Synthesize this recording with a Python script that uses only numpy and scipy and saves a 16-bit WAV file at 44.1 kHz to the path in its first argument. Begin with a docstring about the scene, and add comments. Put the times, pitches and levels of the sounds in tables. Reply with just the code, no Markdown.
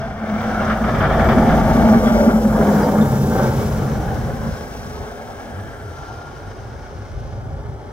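"""A diesel tractor with a steel plough passes close by a stereo pair at the side of a snowy road.
On the approach the edge screeches and catches on ice, under a thin, sinking whistle.
Two to three seconds in it is closest: the blade judders and rasps over packed snow and booms at its own
resonance, lugged tyres rumble and thrown snow hisses. From about five seconds it draws away,
leaving the exhaust, the whine of the drive train and a far-off rumble."""
import sys
import numpy as np
from scipy import signal
from scipy.fft import rfft, irfft, next_fast_len
from scipy.io import wavfile
from scipy.ndimage import uniform_filter1d, minimum_filter1d, map_coordinates

SR = 44100
rng = np.random.default_rng(int(sys.argv[2]) if len(sys.argv) > 2 else 0)


def pcm_store(signal):
    """Save signal as 16-bit PCM."""
    levels = np.round(np.clip(np.atleast_2d(signal), -1, 1) * 32767)
    wavfile.write(sys.argv[1], SR, levels.astype(np.int16).T)


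N = 349269
TIME = np.arange(N) / SR


def amp(db):
    """Decibels to gain."""
    return 10 ** (np.asarray(db) / 20)


def unit(x):
    """Scale to rms 1."""
    return x / np.sqrt(np.mean(x ** 2) + 1e-20)


def noise():
    """Two unrelated white noises."""
    return rng.standard_normal((2, N))


def along(points, hz):
    """Interpolate (f/Hz, value) points on a log frequency axis."""
    f, v = np.transpose(points)
    return np.interp(np.log(hz + 1), np.log(f + 1), v)


def curves(rows):
    """One value per sample for each column after the time."""
    s, *cols = np.transpose(rows)
    return [np.interp(TIME, s, c) for c in cols]


def wobble(rate):
    """A smooth random curve, rate knots a second."""
    steps = np.linspace(0, N / SR, N // 32)
    knots = rng.standard_normal(int(N * rate / SR) + 4)
    return np.interp(TIME, steps, map_coordinates(knots, [steps * rate]))


def spells(rows, ramp_s):
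    """Gain in dB of (t/s, length/s, gain/dB) events that ramp in, hold and ramp out."""
    return sum(db * (np.tanh((TIME - s) / ramp_s) - np.tanh((TIME - s - length) / ramp_s)) / 2
               for s, length, db in rows)


def swells(rows, width_s):
    """Gain in dB of brief (t/s, gain/dB) events that swell and fade."""
    return sum(db * np.exp(-((TIME - s) / width_s) ** 2) for s, db in rows)


def passing(loudest_s, peak_db, round_s, rise_db_per_s, fall_db_per_s, far_db):
    """Roadside level in dB of a pass: a steady rise, a rounded peak, a fall to the far-off level."""
    away_s = np.hypot(TIME - loudest_s, round_s) - abs(round_s)
    db = peak_db - away_s * np.where(TIME < loudest_s, rise_db_per_s, fall_db_per_s)
    return 20 * np.log10(np.hypot(amp(db), amp(far_db)))


def filtered(x, response):
    """x times a response of frequency."""
    m = next_fast_len(N + SR // 2)
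    return irfft(rfft(x, m) * response(np.fft.rfftfreq(m, 1 / SR)), m)[..., :N]


def shaped(x, spectrum):
    """x through a (f/Hz, gain/dB) curve."""
    return filtered(x, lambda hz: amp(along(spectrum, hz)))


def turning(pair, spectra, view):
    """Crossfade through the spectra, each at rms 1, as view goes 0, 1, 2."""
    return sum(np.maximum(1 - abs(view - k), 0) * unit(shaped(pair, spectrum))
               for k, spectrum in enumerate(spectra))


def grains(rate, scatter_db, bed_db):
    """Tiny random impacts of uneven size, rate a second, in a bed of countless weaker ones."""
    strikes = rng.random((2, N)) < rate / SR
    sizes = np.clip(noise() * amp(scatter_db * noise()), -3, 3)
    return unit(unit(strikes * sizes) + amp(bed_db) * noise())


def rippled(pair, depth_db):
    """Narrow patches of the spectrum swell and fade at random, rippling the noise."""
    bins = signal.stft(pair, nperseg=2048)[2]
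    patches = uniform_filter1d(rng.standard_normal(bins.shape[1:]), size=2, axis=0)
    patches = uniform_filter1d(patches, size=18, axis=1)
    return signal.istft(bins * amp(depth_db * unit(patches)))[1][:, :N]


def ringing(drive, hz, width_hz, steady):
    """A resonance with a gliding centre, kept ringing by the drive; steady 0-1 evens out its swing."""
    turn = np.exp(2j * np.pi * np.cumsum(hz) / SR)
    pole = np.exp(-np.pi * width_hz / SR)
    swing = signal.lfilter([1 - pole], [1, -pole], drive / turn)
    swing = signal.lfilter([1 - pole], [1, -pole], swing)
    strength = uniform_filter1d(unit(abs(swing)), size=6000) + .1
    return unit((swing * turn).real / strength ** steady)


def tone(rows, width_hz):
    """A fuzzy note on a (t/s, f/Hz, level/dB) path, fading beyond its ends."""
    hz, db = curves(rows)
    outside_s = np.maximum(rows[0][0] - TIME, 0) + np.maximum(TIME - rows[-1][0], 0)
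    return amp(db - 60 * outside_s) * ringing(noise(), hz, width_hz, steady=0.71)


# The side of the machine facing the microphones: t/s, view (0 = front, 1 = flank, 2 = rear)
VIEW = [(1.7, 0.18), (2.7, 0.94), (4.2, 1.09), (5.1, 1.16)]
def machine_view():
    """The machine is heard head on, then side on, then slightly from behind."""
    return curves(VIEW)[0]


# Brief flares of the whistle: t/s, gain/dB
WHISTLE_FLARES = [(.97, 4), (1.28, 10), (1.74, 7), (2.37, 1), (2.49, 4)]
def whistle():
    """A thin, flickering whistle sinks and grows on the approach, and dies as the machine draws level."""
    hz = 16320 - 1990 * TIME
    db = -65 + 3 * TIME - 90 * np.maximum(TIME - 2.55, 0)
    db = db + swells(WHISTLE_FLARES, width_s=0.061) + 3 * wobble(45)
    return amp(db) * ringing(noise(), hz, width_hz=300, steady=0.99)


# Firing rate and strength of the exhaust: t/s, f/Hz, level/dB
EXHAUST = [(0, 104.5, -43), (3.7, 104.4, -34), (5.3, 99.4, -65), (5.55, 97, -40.5), (6.2, 95.8, -41),
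           (7.92, 92.1, -42.5)]
def exhaust():
    """Uneven firing throbs in six harmonics, fed to the centre signal only."""
    firing_hz, db = curves(EXHAUST)
    phase = 2 * np.pi * np.cumsum(firing_hz + 11 * wobble(30)) / SR
    pulses = unit(sum(amp(-14 * k) * np.sin((k + 1) * phase) for k in range(6)))
    return amp(db + 4.6 * wobble(12)) * pulses * [[1], [0]]


# Notes of the engine and drive train, each path: t/s, f/Hz, level/dB
APPROACH_GEARS = [
    [(.2, 914, -61), (1.2, 892, -35), (1.8, 894, -28)],
    [(1.3, 1166, -38), (1.75, 1156, -35), (2.15, 1175, -36.5)],
]  # two paths
DEPARTING_HUMS = [
    [(4.4, 240, -51), (5, 240, -45), (5.55, 227, -39.5), (6, 235, -58)],
    [(3.4, 409, -34), (4.5, 416, -40.5), (4.7, 414, -54), (5, 426, -35.5), (5.65, 404, -56),
     (5.88, 424, -42), (6.02, 398, -56), (7.9, 404, -44)],
]  # two paths
TRANSMISSION_GROWL = [(4.7, 700, -46), (5.05, 720, -40.5), (5.45, 740, -37.5), (5.8, 770, -49.5),
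                      (6.15, 800, -41.5), (6.8, 800, -54)]
WHINE_LOW = [(5.3, 1348, -63), (5.75, 1371, -49), (6.1, 1385, -41), (6.4, 1408, -50), (6.85, 1428, -55)]
WHINE_HIGH = [(4.2, 1600, -65), (4.6, 1635, -48), (5.1, 1665, -60), (5.55, 1698, -53), (5.8, 1700, -52.5)]
def drive_train():
    """Gears whine coming up the road; going away, the engine hums and the drive growls and whines."""
    hums = sum(tone(path, width_hz=44) for path in DEPARTING_HUMS)
    growl = amp(2.4 * wobble(30)) * tone(TRANSMISSION_GROWL, width_hz=230)
    gears = sum(tone(path, width_hz=13.4) for path in APPROACH_GEARS)
    return hums + growl + gears + tone(WHINE_LOW, width_hz=34.6) + tone(WHINE_HIGH, width_hz=15)


# Snow passing the microphones: t/s, peak/dB, roundness/s, rise/(dB/s), fall/(dB/s), far level/dB
SPRAY_PASS = (2.5, -45, 1.74, 2.5, 5.5, -62)
POWDER_PASS = (2.5, -45, .5, 6, 5, -71.5)
# Full and thin loads off the blade: t/s, length/s, spray gain/dB, powder gain/dB
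THROWS = [(1.288, 0.99, 2, 1.5), (2.69, 0.13, 5.5, 5), (2.9, 0.35, 1, 4), (3.24, 0.53, 3.5, 5),
          (3.74, 0.47, 2, 1), (4.45, 0.52, 2.5, 1), (5.95, 1.46, 5, -0.5)]
THIN_SNOW = [(0, 0.31, -9, -6.5), (2.32, 0.28, -2, -1)]
# Colour of the hiss, and the treble lost to distance: f/Hz, gain/dB
SPRAY_COLOUR = [(2180, -1.5), (3700, -2.5), (4520, -4.5), (5060, -1.5), (5990, 0.5), (6880, -8.5),
                (7400, -28), (9620, -52), (16300, -120)]
POWDER_FAR = [(4000, -70), (7000, -5), (7700, 1), (8500, -2.5), (9300, -2), (10600, -0.5), (11100, -18),
              (11900, -11), (13000, -5.5), (15700, -4.5)]
POWDER_NEAR = [(4120, -23), (7000, -1), (7440, 0), (8410, -5.5), (10300, -3), (12100, -4.5), (14200, -1),
               (15100, -1), (15700, -3.5)]
AIR_LOSS = [(9000, 0.5), (12500, -2)]
def thrown_snow():
    """Crumbs spray off the blade and tyres in clumps; the fine powder is brightest close by."""
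    loads = np.array(THROWS + THIN_SNOW)
    spray_db = passing(*SPRAY_PASS) + spells(loads[:, [0, 1, 2]], ramp_s=0.09) + 0.12 * grip()
    powder_db = passing(*POWDER_PASS) + spells(loads[:, [0, 1, 3]], ramp_s=0.09)
    near = np.exp(-((TIME - 3) / 1.8) ** 2)
    far = np.interp(TIME, [5.4, 7.6], [0, 1])
    clumps_db = 0.64 * wobble(13) + wobble(75)
    crumbs = rippled(grains(2500, scatter_db=1.9, bed_db=4), depth_db=1.6)
    spray = amp(spray_db + clumps_db) * unit(shaped(crumbs, SPRAY_COLOUR))
    dust = rippled(grains(3000, scatter_db=1.5, bed_db=1), depth_db=1.8)
    powder = amp(powder_db + 0.41 * clumps_db) * turning(dust, [POWDER_FAR, POWDER_NEAR], near)
    return spray + (1 - far) * powder + far * shaped(powder, AIR_LOSS)


# Wheels passing the microphones: t/s, peak/dB, roundness/s, rise/(dB/s), fall/(dB/s), far level/dB
RUMBLE_PASS = (2.5, -27.5, -1.64, 2.5, 8.5, -35.5)
LUGS_PASS = (1.7, -21.5, 0.5, 20, 16, -58)
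# Colour of the rumble from ahead and behind: f/Hz, gain/dB
RUMBLE_AHEAD = [(15, -47), (25, -19), (55, -2), (85, -2.5), (140, -5), (180, -7), (250, -11.5), (450, -120)]
RUMBLE_BEHIND = [(15, -42), (25, -16), (50, 4.5), (100, 1.5), (140, 0.5), (175, -14), (260, -11),
                 (500, -120)]
# Rough and smooth stretches of road: t/s, length/s, gain/dB
RUTS = [(0, 0.11, 0.5), (.93, 1.04, 7.5), (3.02, 0.51, 2.5), (3.55, 0.996, 7.5), (4.97, 0.051, 4.5),
        (7.1, 0.65, 6.5)]
SMOOTH_ROAD = [(0.135, 0.23, -7), (5.06, 0.47, -4.5), (5.738, 0.5, -3)]
# The tread note: f ahead/Hz, f behind/Hz, t midway/s, glide/s
LUG_GLIDE = (57.1, 48.7, 1.9, 1.6)
def tyres():
    """Wheels and frame rumble on packed snow; the tread lugs beat out a low note that sinks in passing."""
    behind = np.clip((TIME - 4.5) / 1.2, 0, 1)
    rumble = turning(grains(150, scatter_db=1, bed_db=10), [RUMBLE_AHEAD, RUMBLE_BEHIND], behind)
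    rumble_db = passing(*RUMBLE_PASS) + spells(RUTS + SMOOTH_ROAD, ramp_s=0.013)
    ahead_hz, behind_hz, midway_s, glide_s = LUG_GLIDE
    lug_hz = behind_hz + (ahead_hz - behind_hz) * (1 - np.tanh((TIME - midway_s) / glide_s)) / 2
    lugs = ringing(noise(), lug_hz, width_hz=5, steady=0.9)
    return amp(rumble_db) * rumble + amp(passing(*LUGS_PASS)) * lugs


# The edge catches on ice: t/s, relative level/dB
ICE_CATCHES = [(0.405, -18), (0.698, -11.5), (0.839, -16.5), (0.947, -18), (1.003, -12.5), (1.1936, -11),
               (1.2866, -9), (1.498, -14), (2.071, -16)]
# Loose linkage: t/s, f/Hz, level/dB
LINKAGE_CLINKS = [(2.055, 3400, -39), (2.83, 4970, -42), (3.01, 3600, -39)]
def knocks():
    """Ice ridges crack under the edge on the approach, and the linkage rattles close by."""
    def burst(s, db, t60):
        """A 2 ms attack, dying by 60 dB in t60 seconds."""
        return np.clip((TIME - s) / .002, 0, 1) * amp(db - 60 * abs(TIME - s) / t60)

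    crack_level = sum(burst(s, db - 10, t60=0.27) for s, db in ICE_CATCHES)
    cracks = crack_level * unit(shaped(noise(), RASP_AHEAD))
    rattles = sum(burst(s, db, t60=0.16) * ringing(noise(), np.full(N, hz), width_hz=220, steady=0)
                  for s, hz, db in LINKAGE_CLINKS)
    return cracks + rattles


# Resonance of the blade: t/s, f/Hz
BOOM_PITCH = [(0, 214), (.6, 222), (1, 215), (1.4, 226), (2.2, 222), (2.7, 211), (3.2, 210), (3.45, 222),
              (3.85, 210), (4.5, 227)]
# Its boom between ridges: t/s, level/dB
BOOM_LEVEL = [(0, -36.5), (.5, -27), (1, -24.5), (1.55, -19.5), (2.1, -20.5), (2.8, -20.5), (3.2, -20.5),
              (3.55, -27.5), (4.5, -41), (5.4, -59)]
# The blade drops over a ridge: t/s, gain/dB
RIDGE_BUMPS = [(.334, 6), (.472, 3), (.848, 8), (1.376, 13), (1.506, 9.5), (1.605, 5.5), (1.76, 3.5),
               (1.84, 8), (1.914, 9), (1.955, 7.5), (2.123, 15.5), (2.282, 9), (2.355, 5), (2.468, 6),
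               (2.905, 7.5), (2.98, 7), (3.22, 0.5), (3.345, 3.5), (3.434, 6), (4.44, 14), (4.485, 13)]
# The blade lifts: t/s, drop/dB
BLADE_LIFTS = [(.14, 5), (.435, 15), (.671, 8), (.798, 11), (1.243, -1), (1.703, 21), (1.997, 10),
               (2.32, 27), (3.259, 14)]
def boom():
    """The blade hums on one firm resonance, swelling at ridges and stalling as it lifts."""
    jolts_db = swells(RIDGE_BUMPS, width_s=.02) - swells(BLADE_LIFTS, width_s=0.012)
    db = curves(BOOM_LEVEL)[0] + jolts_db + 1.8 * wobble(45)
    hz = curves(BOOM_PITCH)[0]
    wander_hz = 5.5 * np.array([wobble(26), wobble(25.75)])
    hum = unit(np.sin(2 * np.pi * np.cumsum(hz + wander_hz, axis=1) / SR))
    rattle = ringing(grains(200, scatter_db=0.81, bed_db=0), hz, width_hz=48.5, steady=0.98)
    return amp(db) * (hum + amp(-1.5) * rattle)


# The edge digs into packed snow: t/s, length/s, gain/dB
EDGE_BITES = [(.98, 0.15, 3), (1.16, 0.15, 2.5), (1.47, 0.073, 1.5), (1.76, 0.16, 0), (2.57, 0.37, 2),
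              (2.93, 0.24, 1), (3.33, 0.14, 7), (4.92, 0.43, -1)]
# The edge rides up: t/s, length/s, drop/dB
EDGE_SKIPS = [(.04, 0.21, 2), (.76, 0.058, 8.5), (1.63, 0.12, 2), (1.97, 0.29, 4), (2.33, 0.21, 7),
              (3.09, 0.29, 5), (4.66, 0.25, 3)]
def grip():
    """How hard the edge presses on the snow, in dB about its usual load."""
    return spells(EDGE_BITES, ramp_s=0.04) - spells(EDGE_SKIPS, ramp_s=0.04)


# Blade passing the microphones: t/s, peak/dB, roundness/s, rise/(dB/s), fall/(dB/s), far level/dB
SCRAPE_PASS = (2, -16.5, 1, 12, 10, -39.5)
RASP_PASS = (1.21, -27.5, 0.7, 12, 4.5, -49.5)
# Colour of the low scrape and the higher rasp from three sides: f/Hz, gain/dB
SCRAPE_AHEAD = [(150, -10.5), (245, -1.5), (265, -9.5), (350, -8.5), (450, -10.5), (530, -5.5), (590, -7.5),
                (651, -1), (723, -5.5), (784, -3), (1000, -22.5), (1300, -24), (2200, -120)]
SCRAPE_BESIDE = [(150, -60), (250, -6), (305, -3.5), (350, -5), (398, -1.5), (507, -2.5), (655, -6),
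                 (810, -4.5), (1000, -15.5), (1300, -59), (2200, -120)]
SCRAPE_BEHIND = [(100, -67), (200, -20), (310, -24), (410, -1), (470, -11.5), (540, -4), (660, 9),
                 (790, -6), (890, 6), (980, -34), (1300, -49), (2500, -120)]
RASP_AHEAD = [(560, -60), (950, -5.5), (1180, 0), (1400, -0.5), (1520, -5.5), (1690, -5), (2000, -12),
              (2280, -11), (2500, -22.5), (3130, -19), (3610, -23), (3900, -34), (5070, -31), (8580, -120)]
RASP_BESIDE = [(560, -47), (950, -6.5), (1060, -0.5), (1600, -1), (1950, -14.5), (2220, -12.5), (2670, -37),
               (3060, -20), (3900, -33.5), (5070, -46), (8580, -120)]
RASP_BEHIND = [(300, -73), (700, -22), (980, -36), (1150, -30), (1400, 2), (1600, -15), (1850, -10),
               (2200, -7), (2480, -13), (3050, -6.5), (3650, -13.5), (5000, -17), (8000, -120)]
# Notes of the cutting edge: t/s, f/Hz, level/dB
EDGE_CHATTER = [(.4, 640, -45), (.72, 638, -31), (1.3, 642, -27.5), (1.7, 636, -26), (2.05, 620, -26.5),
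                (2.22, 590, -17), (2.4, 557, -31), (2.8, 510.5, -27.5), (3.3, 447, -40.5)]
ICE_SCREECH = [(.25, 1380, -48), (.5, 1450, -33.5), (.72, 1390, -31), (1.05, 1340, -46)]
# A low drone that sinks as the machine passes: t/s, f/Hz, level/dB
SINKING_DRONE = [(.9, 145, -33), (1.6, 160, -21.5), (2.2, 167, -40), (2.7, 160, -22), (2.95, 166, -26),
                 (3.08, 139, -20.5), (3.4, 138.5, -21), (3.8, 126, -28), (4.3, 125.5, -27.5)]
def blade():
    """The steel edge sticks and slips, ringing the blade and grinding the snow, over a low drone."""
    view = machine_view()
    judder = np.interp(view, [0, 2], [1, .35]) * (0.47 * wobble(35) + wobble(95))
    scrape_db = passing(*SCRAPE_PASS) + 0.79 * grip() + 0.68 * judder
    rasp_db = passing(*RASP_PASS) + grip() + 1.8 * judder
    grind = rippled(grains(700, scatter_db=1, bed_db=5), depth_db=2.5)
    scrape = amp(scrape_db) * turning(grind, [SCRAPE_AHEAD, SCRAPE_BESIDE, SCRAPE_BEHIND], view)
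    grit = rippled(grains(1500, scatter_db=1.4, bed_db=5.2), depth_db=2.5)
    rasp = amp(rasp_db) * turning(grit, [RASP_AHEAD, RASP_BESIDE, RASP_BEHIND], view)
    steel = boom() + tone(EDGE_CHATTER, width_hz=31)
    drone = tone(SINKING_DRONE, width_hz=24.4)
    return scrape + rasp + steel + drone + tone(ICE_SCREECH, width_hz=280)


# Stereo width at the microphones: f/Hz, side minus centre/dB
WIDTH_AHEAD = [(60, -11), (200, -22), (700, -13), (1600, -9), (3000, -2.5), (9000, 1)]
WIDTH_BESIDE = [(60, -23), (200, -23), (750, -13), (1300, -3), (2500, -4), (9000, 0.5)]
WIDTH_BEHIND = [(70, 4.5), (400, 2), (800, 2), (1100, 14), (1500, -22), (6000, -18), (9000, -1)]
def diffuse(pair):
    """Centre and side from a pair: the machine is wide up close; far off, road and railing scatter it."""
    view = machine_view()
    side = sum(np.maximum(1 - abs(view - k), 0) * shaped(pair[1], width)
               for k, width in enumerate([WIDTH_AHEAD, WIDTH_BESIDE, WIDTH_BEHIND]))
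    return pair[0], side


# Where the sound seems to come from: t/s, bearing (1 = left, -1 = right)
BEARING = [(0, 0.46), (1.3, -0.032), (2.2, 1), (3.2, -0.65), (4.1, 0.12), (4.8, 0.72), (6, 0.34),
           (7.5, -0.43)]
# Side signal from reaching one microphone first, at full bearing: f/Hz, gain/dB
ARRIVAL_LEAD = [(600, -18), (1400, 1), (3000, 2.5), (6000, 4.5), (10000, -26)]
# Balance of the microphones: f/Hz, left minus right/dB
BALANCE = [(100, 0.56), (900, 0.5), (1800, 1.5), (2250, 6), (2700, 1), (5500, 4.5), (9000, -1),
           (14000, 5.5)]
def scene():
    """The machine's sound swings across two microphones; its mid treble reaches the nearer one first."""
    machine = tyres() + blade() + knocks() + thrown_snow() + exhaust() + drive_train() + whistle()
    mid, side = diffuse(machine)
    # a small lead in time puts a quarter-turned copy of the centre into the side
    lead = filtered(mid, lambda hz: 1j * amp(along(ARRIVAL_LEAD, hz)))
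    side = side + curves(BEARING)[0] * lead
    left = filtered(mid + side, lambda hz: amp(along(BALANCE, hz) / 2))
    right = filtered(mid - side, lambda hz: amp(-along(BALANCE, hz) / 2))
    return np.array([left, right])


def record(dry):
    """The roadside phone eases its gain down on the highest peaks and cuts all above its band limit."""
    ceiling, top_hz = .97, 15800
    window = int(.01 * SR)
    needed = np.minimum(1, ceiling / (abs(dry).max(axis=0) + 1e-9))
    gain = uniform_filter1d(minimum_filter1d(needed, size=2 * window), size=window)
    return filtered(dry * gain, lambda hz: hz < top_hz)


dry = scene()
out = record(dry)
pcm_store(out)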